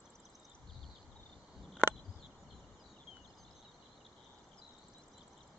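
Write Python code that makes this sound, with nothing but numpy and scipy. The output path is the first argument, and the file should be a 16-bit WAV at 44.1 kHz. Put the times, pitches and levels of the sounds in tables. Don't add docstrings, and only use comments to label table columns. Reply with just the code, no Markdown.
import sys
import numpy as np
from scipy import signal
from scipy.fft import rfft, irfft, next_fast_len
from scipy.io import wavfile
from scipy.ndimage import map_coordinates

SR = 44100
rng = np.random.default_rng(int(sys.argv[2]) if len(sys.argv) > 2 else 0)


def waveform_to_disk(signal):
    frames = np.transpose(np.atleast_2d(signal))
    scaled = np.clip(frames, -1, 1) * 32767
    samples = np.round(scaled).astype(np.int16)
    wavfile.write(sys.argv[1], SR, samples)


N = 246078


def amp(db):
    return 10 ** (np.asarray(db) / 20)


def pan(db):
    return amp([[db / 2], [-db / 2]])


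def unit(x):
    return x / np.sqrt(np.mean(x ** 2) + 1e-20)


def along(points, hz):
    frequencies, levels = np.transpose(points)
    return np.interp(np.log(hz + 1), np.log(frequencies + 1), levels)


def curve(rows):
    return np.interp(np.arange(N) / SR, *np.transpose(rows))


def wobble(rate, size=N):
    knots = rng.standard_normal(int(size * rate / SR) + 4)
    return map_coordinates(knots, [np.arange(size) * rate / SR])


def filtered(x, response):
    n = x.shape[-1]
    padded = next_fast_len(n + SR // 2)
    hz = np.fft.rfftfreq(padded, 1 / SR)
    return irfft(rfft(x, padded) * response(hz), padded)[..., :n]


def noise(spectrum, channels=2):
    white = rng.standard_normal((channels, N))
    return unit(filtered(white, lambda hz: amp(along(spectrum, hz))))


def push(spectrum, size=4096):
    magnitude = amp(along(spectrum, np.fft.rfftfreq(size, 1 / SR)))
    cepstrum = irfft(np.log(magnitude))
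    cepstrum[1:size // 2] *= 2
    cepstrum[size // 2 + 1:] = 0
    pulse = irfft(np.exp(rfft(cepstrum)))
    return pulse / np.abs(pulse).max()


def add(track, s, sound):
    start = round(s * SR)
    a, b = max(start, 0), min(start + sound.shape[-1], N)
    if b > a:
        track[:, a:b] += sound[..., a - start:b - start]


def air(lift_db=.5, swell_db=0.1, hiss_db=-67):
    # (time [s], level [dB])
    breeze = [(0.0, -62), (0.46, -64.5), (2.07, -60.5), (2.36, -61.5), (3.88, -64), (4.3, -63.5),
              (5.58, -62)]
    # (frequency [Hz], relative density [dB])
    rush_spectrum = [(25, -1.5), (60, 3.5), (150, 3.5), (300, 3), (650, -0.5), (950, -0.5), (1300, -6),
                     (1700, -20.5), (2400, -22.5), (5000, -39.5)]
    # (frequency [Hz], relative density [dB])
    hiss_spectrum = [(50, -12), (500, 4), (1100, 4.5), (1700, 2.5), (2300, -2), (3300, -3.5), (5000, -4.5),
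                     (6500, -1.5), (7400, -5), (8000, -12), (8600, -29.5)]
    rush = noise(rush_spectrum, channels=1) * amp(curve(breeze) + lift_db + swell_db * wobble(7.6))
    return rush * pan(.8) + amp(hiss_db) * noise(hiss_spectrum)


def gusts(swell_db=1.5):
    # (time [s], level [dB])
    strength = [(0, -69.5), (1, -82), (1.65, -59), (2.3, -63.5), (3.2, -67), (3.8, -74), (4.8, -72.5),
                (5.15, -64), (5.58, -70)]
    # (frequency [Hz], relative density [dB])
    spectrum = [(70, -25), (140, -2), (200, 1), (320, -8.5), (600, -17), (1500, -52.5)]
    return noise(spectrum, channels=1) * amp(curve(strength) + swell_db * wobble(6.3))


def rumble(rest_db=-77.5, uncorrelated=0.62, pan_db=5, bump_pan_db=9, lumps_db=2):
    # (peak time [s], half length [s], level [dB])
    hand_moves = [(0.787, 0.15, -56.5), (1.1, 0.3, -62), (1.607, .06, -58.5), (2.001, 0.23, -57.5),
                  (2.6, 0.23, -61.5), (3.4, 0.25, -70)]
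    # (frequency [Hz], relative density [dB])
    spectrum = [(13, -38), (22, -8), (49, 0.5), (70, 4), (178, -9), (209, -12), (300, -16.5), (390, -40),
                (660, -120)]
    # (time [s], frequency [Hz], half length [s], level [dB])
    bumps = [(0.719, 80, 0.021, -49), (.777, 123, .016, -49.5), (.825, 72.6, .036, -47.5),
             (2.096, 93.5, 0.019, -39.5), (2.165, 88, 0.011, -46.5)]
    now = np.arange(N) / SR
    swells = sum(amp(db) * np.exp(-((now - s) / half) ** 2) for s, half, db in hand_moves)
    shake = unit(noise(spectrum, channels=1) + uncorrelated * noise(spectrum))
    out = shake * (amp(rest_db) + swells) * amp(lumps_db * wobble(14)) * pan(pan_db)
    t = np.arange(-SR // 10, SR // 10) / SR
    for s, hz, half, db in bumps:
        bump = amp(db) * np.exp(-(t / half) ** 2) * np.sin(2 * np.pi * hz * t)
        add(out, s + t[0], bump * pan(bump_pan_db))
    return out


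def clacks(thud_gain_db=-6, rebound_db=-6, rebound_s=0.00199, attack_s=0.00038,
           crack_t60=0.0092, rattle_db=-34, rattle_t60=.08, spring_hz=8000, spring_t60=0.042):
    # (time [s], thud [dB], crack [dB], ring [dB], spring [dB])
    contacts = [(1.7695, -40.5, -44.5, -47.5, -77), (1.797, -38.5, -44, -44, -76),
                (1.8025, -42.5, -46.5, -40.5, -74.5), (1.8077, -43, -40, -40.5, -70.5),
                (1.8143, -44, -33.5, -37, -78), (1.8354, -1, -14.5, -13, -58),
                (1.8754, -13, -10.5, -21, -41.5), (3.1688, -60, -47.5, -53, -85)]
    # (frequency [Hz], relative level [dB])
    thud_spectrum = [(40, -31), (130, -14), (250, 3), (500, -1), (700, 2), (1050, 2.5), (1400, -7),
                     (1900, -14), (2400, -20), (4000, -31.5), (9000, -63)]
    # (frequency [Hz], relative level [dB])
    crack_spectrum = [(200, -12.5), (900, 6), (2000, -3.5), (3100, 4.5), (4200, -7.5), (5000, -13.5),
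                      (6600, -1.5), (7600, -10.5), (8600, -33.5)]
    # (frequency [Hz], relative level [dB], time to fall 60 dB [s])
    modes = [(636, -18, 0.066), (856, -18, 0.065), (1083, -15.5, 0.052), (1428, 3, 0.019),
             (1520, -28.5, 0.1), (1756, -14.5, 0.028), (3650, -24, 0.026)]
    out = np.zeros((2, N))
    t = np.arange(SR // 4) / SR
    thud = amp(thud_gain_db) * push(thud_spectrum)
    attack = 1 - np.exp(-t / attack_s)
    decay = amp(-60 * t / crack_t60) + amp(rattle_db - 60 * t / rattle_t60)
    for s, thud_db, crack_db, ring_db, spring_db in contacts:
        grit = filtered(rng.standard_normal((2, len(t))), lambda hz: amp(along(crack_spectrum, hz)))
        grit = unit(grit - 0.21 * grit[::-1])
        ring = sum(amp(db + rng.normal(0, 1) - 60 * t / t60) * np.sin(2 * np.pi * hz * t)
                   for hz, db, t60 in modes)
        spring = amp(spring_db - 60 * t / spring_t60) * np.sin(2 * np.pi * spring_hz * t)
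        add(out, s, amp(thud_db) * thud)
        add(out, s + rebound_s, amp(thud_db + rebound_db) * thud)
        add(out, s, (amp(crack_db) * grit * decay + amp(ring_db) * ring + spring) * attack)
    return out


def grouse(hz=870, width_hz=130, bubble_db=3):
    # (time [s], level [dB])
    cooing = [(0, -83.5), (1.2, -70.5), (2.4, -91), (3.3, -72.5), (3.9, -78), (4.45, -67), (4.9, -80),
              (5.58, -73.5)]
    murmur = unit(filtered(rng.standard_normal(N), lambda f: np.exp(-((f - hz) / width_hz) ** 2)))
    return murmur * amp(curve(cooing) + bubble_db * wobble(17))


def far_chorus(low_hz=2900, high_hz=4400, count=1500, db=-74):
    out = np.zeros((2, N))
    u = np.linspace(-1, 1, SR // 40)
    for when, pitch, slope, left, right in rng.uniform(0, 1, (count, 5)):
        hz = (low_hz + (high_hz - low_hz) * pitch) * (1 + .2 * (slope - .6) * u)
        turns = np.cumsum(hz) / SR + np.array([[left], [right]])
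        add(out, when * N / SR, (1 - u * u) * np.sin(2 * np.pi * turns))
    return amp(db) * unit(out)


def meadow_echo(x, t60=0.39, db=-12.5):
    t = np.arange(SR // 2) / SR
    tail = rng.standard_normal((2, len(t))) * amp(-60 * t / t60)
    return amp(db) * signal.fftconvolve(x, tail / np.linalg.norm(tail[0]), axes=1)[:, :N]


def syrinx(hz, level, pan_db, waver=0.0044, flutter_db=1.06, port_phase=0.82, phase_spread=0.47):
    n = len(hz)
    phase = 2 * np.pi * np.cumsum(hz * (1 + waver * wobble(700, n))) / SR
    gate = signal.windows.tukey(n, 2 * 0.0013 * SR / n)
    envelope = np.sqrt(2) * level * gate * amp(flutter_db * wobble(90, n))
    lead = port_phase * rng.uniform(-0.78, 1) + phase_spread * wobble(56.7, n)
    return envelope * pan(pan_db) * np.sin([phase + lead, phase - lead])


def glide(length, first_hz, last_hz, sag_hz=0):
    u = np.linspace(0, 1, int(length * SR))
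    return first_hz + (last_hz - first_hz) * u - sag_hz * (1 - (2 * u - 1) ** 2)


def slur(hz, db, pan_db, fade_db=0, port_phase=0.73):
    level = amp(db - fade_db * np.linspace(0, 1, len(hz)))
    return syrinx(hz, level, pan_db, port_phase=port_phase, phase_spread=port_phase / 2)


def trill(hz, rate, sweep_hz, db, pan_db, rough, sharpness=1.6, swell_db=4, fade_db=0):
    n = len(hz)
    u = np.linspace(-1, 1, n)
    cycle = (rate * np.arange(n) / SR + .05 * wobble(70, n)) % 1
    pulses = np.abs(np.sin(np.pi * cycle)) ** sharpness
    level = amp(db + swell_db * (0.54 - u * u) - fade_db * u / 2)
    swept_hz = hz - sweep_hz / 2 * np.cos(np.pi * cycle)
    return syrinx(swept_hz, level * pulses, pan_db, waver=rough, flutter_db=1.5)


def scoops(period_s=.1667, flick_delay_s=0.049, flick_db=-76.5, pan_db=-2, port_phase=0.33):
    # (time [s], frequency [Hz], level [dB])
    run = [(2.215, 7150, -76), (2.7, 7040, -78), (3.05, 6680, -78), (3.38, 6400, -69), (3.55, 6330, -67.5),
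           (3.75, 6120, -81)]
    out = np.zeros((2, N))
    when, pitch, level = np.transpose(run)
    flick = glide(length=.014, first_hz=6700, last_hz=5040)
    for s in np.arange(when[0], when[-1], period_s):
        hz = np.interp(s, when, pitch)
        scoop = glide(length=0.063, first_hz=hz, last_hz=hz, sag_hz=161.6)
        add(out, s, slur(scoop, np.interp(s, when, level), pan_db, port_phase=port_phase))
        add(out, s + flick_delay_s, slur(flick, flick_db, pan_db, port_phase=port_phase))
    return out


def pips(start_s=2.306, gap_s=.1595, slowing_s=.00102, count=11, db=-71, scatter_db=2):
    out = np.zeros((2, N))
    hz = glide(length=.02, first_hz=3120, last_hz=2690, sag_hz=-40)
    for k in range(count):
        s = start_s + gap_s * k + slowing_s * k * k
        add(out, s, slur(hz, db + scatter_db * rng.standard_normal(), pan_db=-8))
    return out


def chips(pitch_scatter=0.019):
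    # (time [s], level [dB])
    calls = [(.06, -71), (.255, -70), (.691, -62.5), (0.827, -62), (.951, -64), (0.971, -65),
             (1.114, -69.5), (3.245, -63), (3.71, -70.5), (3.856, -67), (5.206, -62), (5.405, -63.5)]
    out = np.zeros((2, N))
    hz = glide(length=0.0184, first_hz=3880, last_hz=3047, sag_hz=-79)
    for s, db in calls:
        add(out, s, slur(hz * (1 + pitch_scatter * rng.standard_normal()), db, pan_db=8.5))
    return out


def twitters(length=.013, sweep_hz=900, scatter_db=3, spread_db=8):
    # (start [s], end [s], stroke rate [1/s], lowest centre [Hz], highest centre [Hz], level [dB])
    spells = [(3.281, 3.56, 55, 3380, 5320, -66.5), (3.698, 4.15, 25, 3420, 4580, -68),
              (4.4, 5.55, 30, 3810, 5380, -71)]
    out = np.zeros((2, N))
    for start, end, rate, low_hz, high_hz, db in spells:
        for s in np.arange(start, end, 1 / rate):
            late, slope, strength, side = rng.uniform(-1.2, 1, 4)
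            hz = rng.uniform(low_hz, high_hz)
            path = glide(length, hz - slope * sweep_hz / 2, hz + slope * sweep_hz / 2)
            stroke = slur(path, db + scatter_db * strength, spread_db * side)
            add(out, s + late / rate / 2, stroke * np.hanning(len(path)))
    return out


def churrs(rate=140, sweep_hz=-450):
    # (time [s], length [s], level [dB])
    rolls = [(1.628, .038, -65), (2.158, 0.043, -64.5), (2.224, .047, -54.5), (2.984, 0.056, -59.5)]
    out = np.zeros((2, N))
    for s, length, db in rolls:
        path = glide(length, first_hz=3650, last_hz=3380)
        add(out, s, trill(path, rate, sweep_hz, db, pan_db=2, rough=0.0147))
    return out


def rattles(rate=64, sweep_hz=-800, fall_hz=150):
    # (time [s], length [s], frequency [Hz], level [dB], left minus right [dB])
    calls = [(1.718, 0.13, 3400, -61, 1.5), (1.892, .032, 3380, -62.5, 12), (1.957, 0.05, 3390, -60, 7),
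             (2.087, .11, 4940, -67.5, 7), (2.503, 0.04, 3320, -63.5, 8), (3.427, 0.1, 3870, -66.5, 3),
             (4.044, 0.031, 3630, -56.5, 2), (4.512, 0.038, 3220, -64.5, 10),
             (5.175, 0.023, 3340, -67.5, 12), (5.368, .03, 3340, -68.5, 11)]
    out = np.zeros((2, N))
    for s, length, hz, db, pan_db in calls:
        path = glide(length, hz + fall_hz / 2, hz - fall_hz / 2)
        add(out, s, trill(path, rate, sweep_hz, db, pan_db, rough=0.0261))
    return out


def buzzes(sweep_hz=900):
    # (time [s], length [s], first pitch [Hz], last pitch [Hz], pulse rate [1/s],
    # level [dB], left minus right [dB])
    calls = [(0.671, 0.38, 4244, 4400, 85, -61.5, -4.5), (1.234, 0.42, 4370, 4460, 77, -69, -5),
             (3.539, .12, 3690, 3780, 120, -64, 1), (3.796, 0.19, 3770, 3790, 85, -69, -1),
             (4.162, .26, 3380, 3650, 127, -65, 8), (4.776, 0.16, 4120, 4220, 117, -68.5, 7)]
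    out = np.zeros((2, N))
    for s, length, first, last, rate, db, pan_db in calls:
        path = glide(length, first, last)
        add(out, s, trill(path, rate, sweep_hz, db, pan_db, rough=0.04, sharpness=2.2, swell_db=3.5))
    return out


def quavers(sag_hz=90, sweep_hz=-100):
    # (time [s], length [s], first pitch [Hz], last pitch [Hz], pulse rate [1/s],
    # middle level [dB], fade [dB], left minus right [dB])
    calls = [(0.298, 0.24, 4030, 3636, 56, -67.5, -16, 5), (0.729, 0.056, 4050, 3750, 94, -67, 0, 12),
             (.9, 0.059, 4070, 3900, 80, -60.5, 1, 1), (1.154, 0.206, 3790, 3640, 31, -59.5, 3, 1),
             (2.833, 0.16, 4130, 3780, 48, -68, 5, 9), (2.847, .08, 4600, 4400, 50, -66, 0, 1),
             (4.615, 0.22, 4070, 3780, 69, -60.5, 14, 5)]
    out = np.zeros((2, N))
    for s, length, first, last, rate, db, fade_db, pan_db in calls:
        path = glide(length, first, last, sag_hz)
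        add(out, s, trill(path, rate, sweep_hz, db, pan_db,
                          rough=0.021, sharpness=1.7, swell_db=1.5, fade_db=fade_db))
    return out


def whistles(sag_hz=80):
    # (time [s], length [s], first pitch [Hz], last pitch [Hz], starting level [dB],
    # fade [dB], left minus right [dB])
    notes = [(1.866, 0.15, 4210, 3990, -67, -2, -1), (2.048, 0.054, 4830, 4700, -67.5, 5, 5),
             (2.194, 0.069, 4510, 3810, -68.5, -8, 2), (2.489, .085, 4340, 4030, -68, 1.5, 4),
             (2.795, 0.039, 5150, 4950, -70, 1, 7), (3.071, 0.17, 3300, 2883, -52.5, 18, 8),
             (3.273, 0.026, 4120, 4560, -65, 5, 3), (3.376, 0.033, 5250, 4620, -65, 3, -2),
             (3.646, 0.057, 4030, 3770, -61, 1, 0.5), (3.74, 0.031, 4080, 4450, -72, 3, 0),
             (3.816, .16, 3890, 4340, -71, 4, -4), (4.572, 0.032, 5520, 4740, -61.5, 0.5, 8.5),
             (4.946, .073, 3900, 4200, -62, 4.5, 1), (5.14, .057, 3980, 4120, -65.5, 1, 0)]
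    out = np.zeros((2, N))
    for s, length, first, last, db, fade_db, pan_db in notes:
        add(out, s, slur(glide(length, first, last, sag_hz), db, pan_db, fade_db))
    return out


def skylark(period_s=.0988, lift_db=2,
            tick_hz=7250, tick_sweep_hz=1400, tick_delay_s=.046, tick_length_s=0.0086, scatter=0.011):
    # (time from its top [s], frequency [Hz], relative level [dB])
    hook = [(-.035, 4766, -27), (-.02, 5030, -17), (-.01, 5350, -15), (-.003, 5860, -6.5), (0, 6260, 4),
            (.004, 5940, -7), (.009, 4730, -7)]
    # (first hook [s], end [s])
    runs = [(-.041, .6), (4.247, 5.5)]
    # (time [s], hook level [dB], tick level [dB])
    strength = [(0, -62.5, -60), (.3, -56.5, -62), (.5, -60.5, -62), (.6, -61.5, -80), (4.25, -69.5, -78),
                (4.65, -73, -70.5), (4.9, -67, -61.5), (5.25, -66.5, -60), (5.5, -66, -68.5)]
    out = np.zeros((2, N))
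    knots, hook_hz, shape_db = np.transpose(hook)
    when, hook_db, tick_db = np.transpose(strength)
    t = np.arange(knots[0], knots[-1], 1 / SR)
    u = np.linspace(-1, 1, int(tick_length_s * SR))
    for s in np.concatenate([np.arange(start, end, period_s) for start, end in runs]):
        hook_level = amp(np.interp(s, when, hook_db) + lift_db + np.interp(t, knots, shape_db))
        add(out, s + knots[0], syrinx(np.interp(t, knots, hook_hz), hook_level, pan_db=-1.0))
        swoop = (tick_hz + tick_sweep_hz * u * u) * (1 + scatter * rng.standard_normal())
        tick_level = amp(np.interp(s + tick_delay_s, when, tick_db) + lift_db) * (1 - u * u)
        add(out, s + tick_delay_s - tick_length_s / 2, syrinx(swoop, tick_level, pan_db=-3.5))
    return out


def scene():
    notes = skylark() + scoops() + pips() + chips() + whistles() + twitters()
    birds = notes + quavers() + buzzes() + rattles() + churrs() + far_chorus()
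    return birds + meadow_echo(birds) + grouse() + air() + gusts() + rumble() + clacks()


def record(dry):
    # (frequency [Hz], width [Hz])
    notches = [(2600, 406), (4590, 250), (5430, 230), (7900, 196), (8100, 57)]
    cutoff_hz = 8800

    def response(f):
        stops = [(hz * hz - f * f) / (hz * hz - f * f + 1j * f * width) for hz, width in notches]
        return np.prod(stops, axis=0) / np.sqrt(1 + (f / cutoff_hz) ** 120)

    return filtered(dry, response)


dry = scene()
out = record(dry)
waveform_to_disk(out)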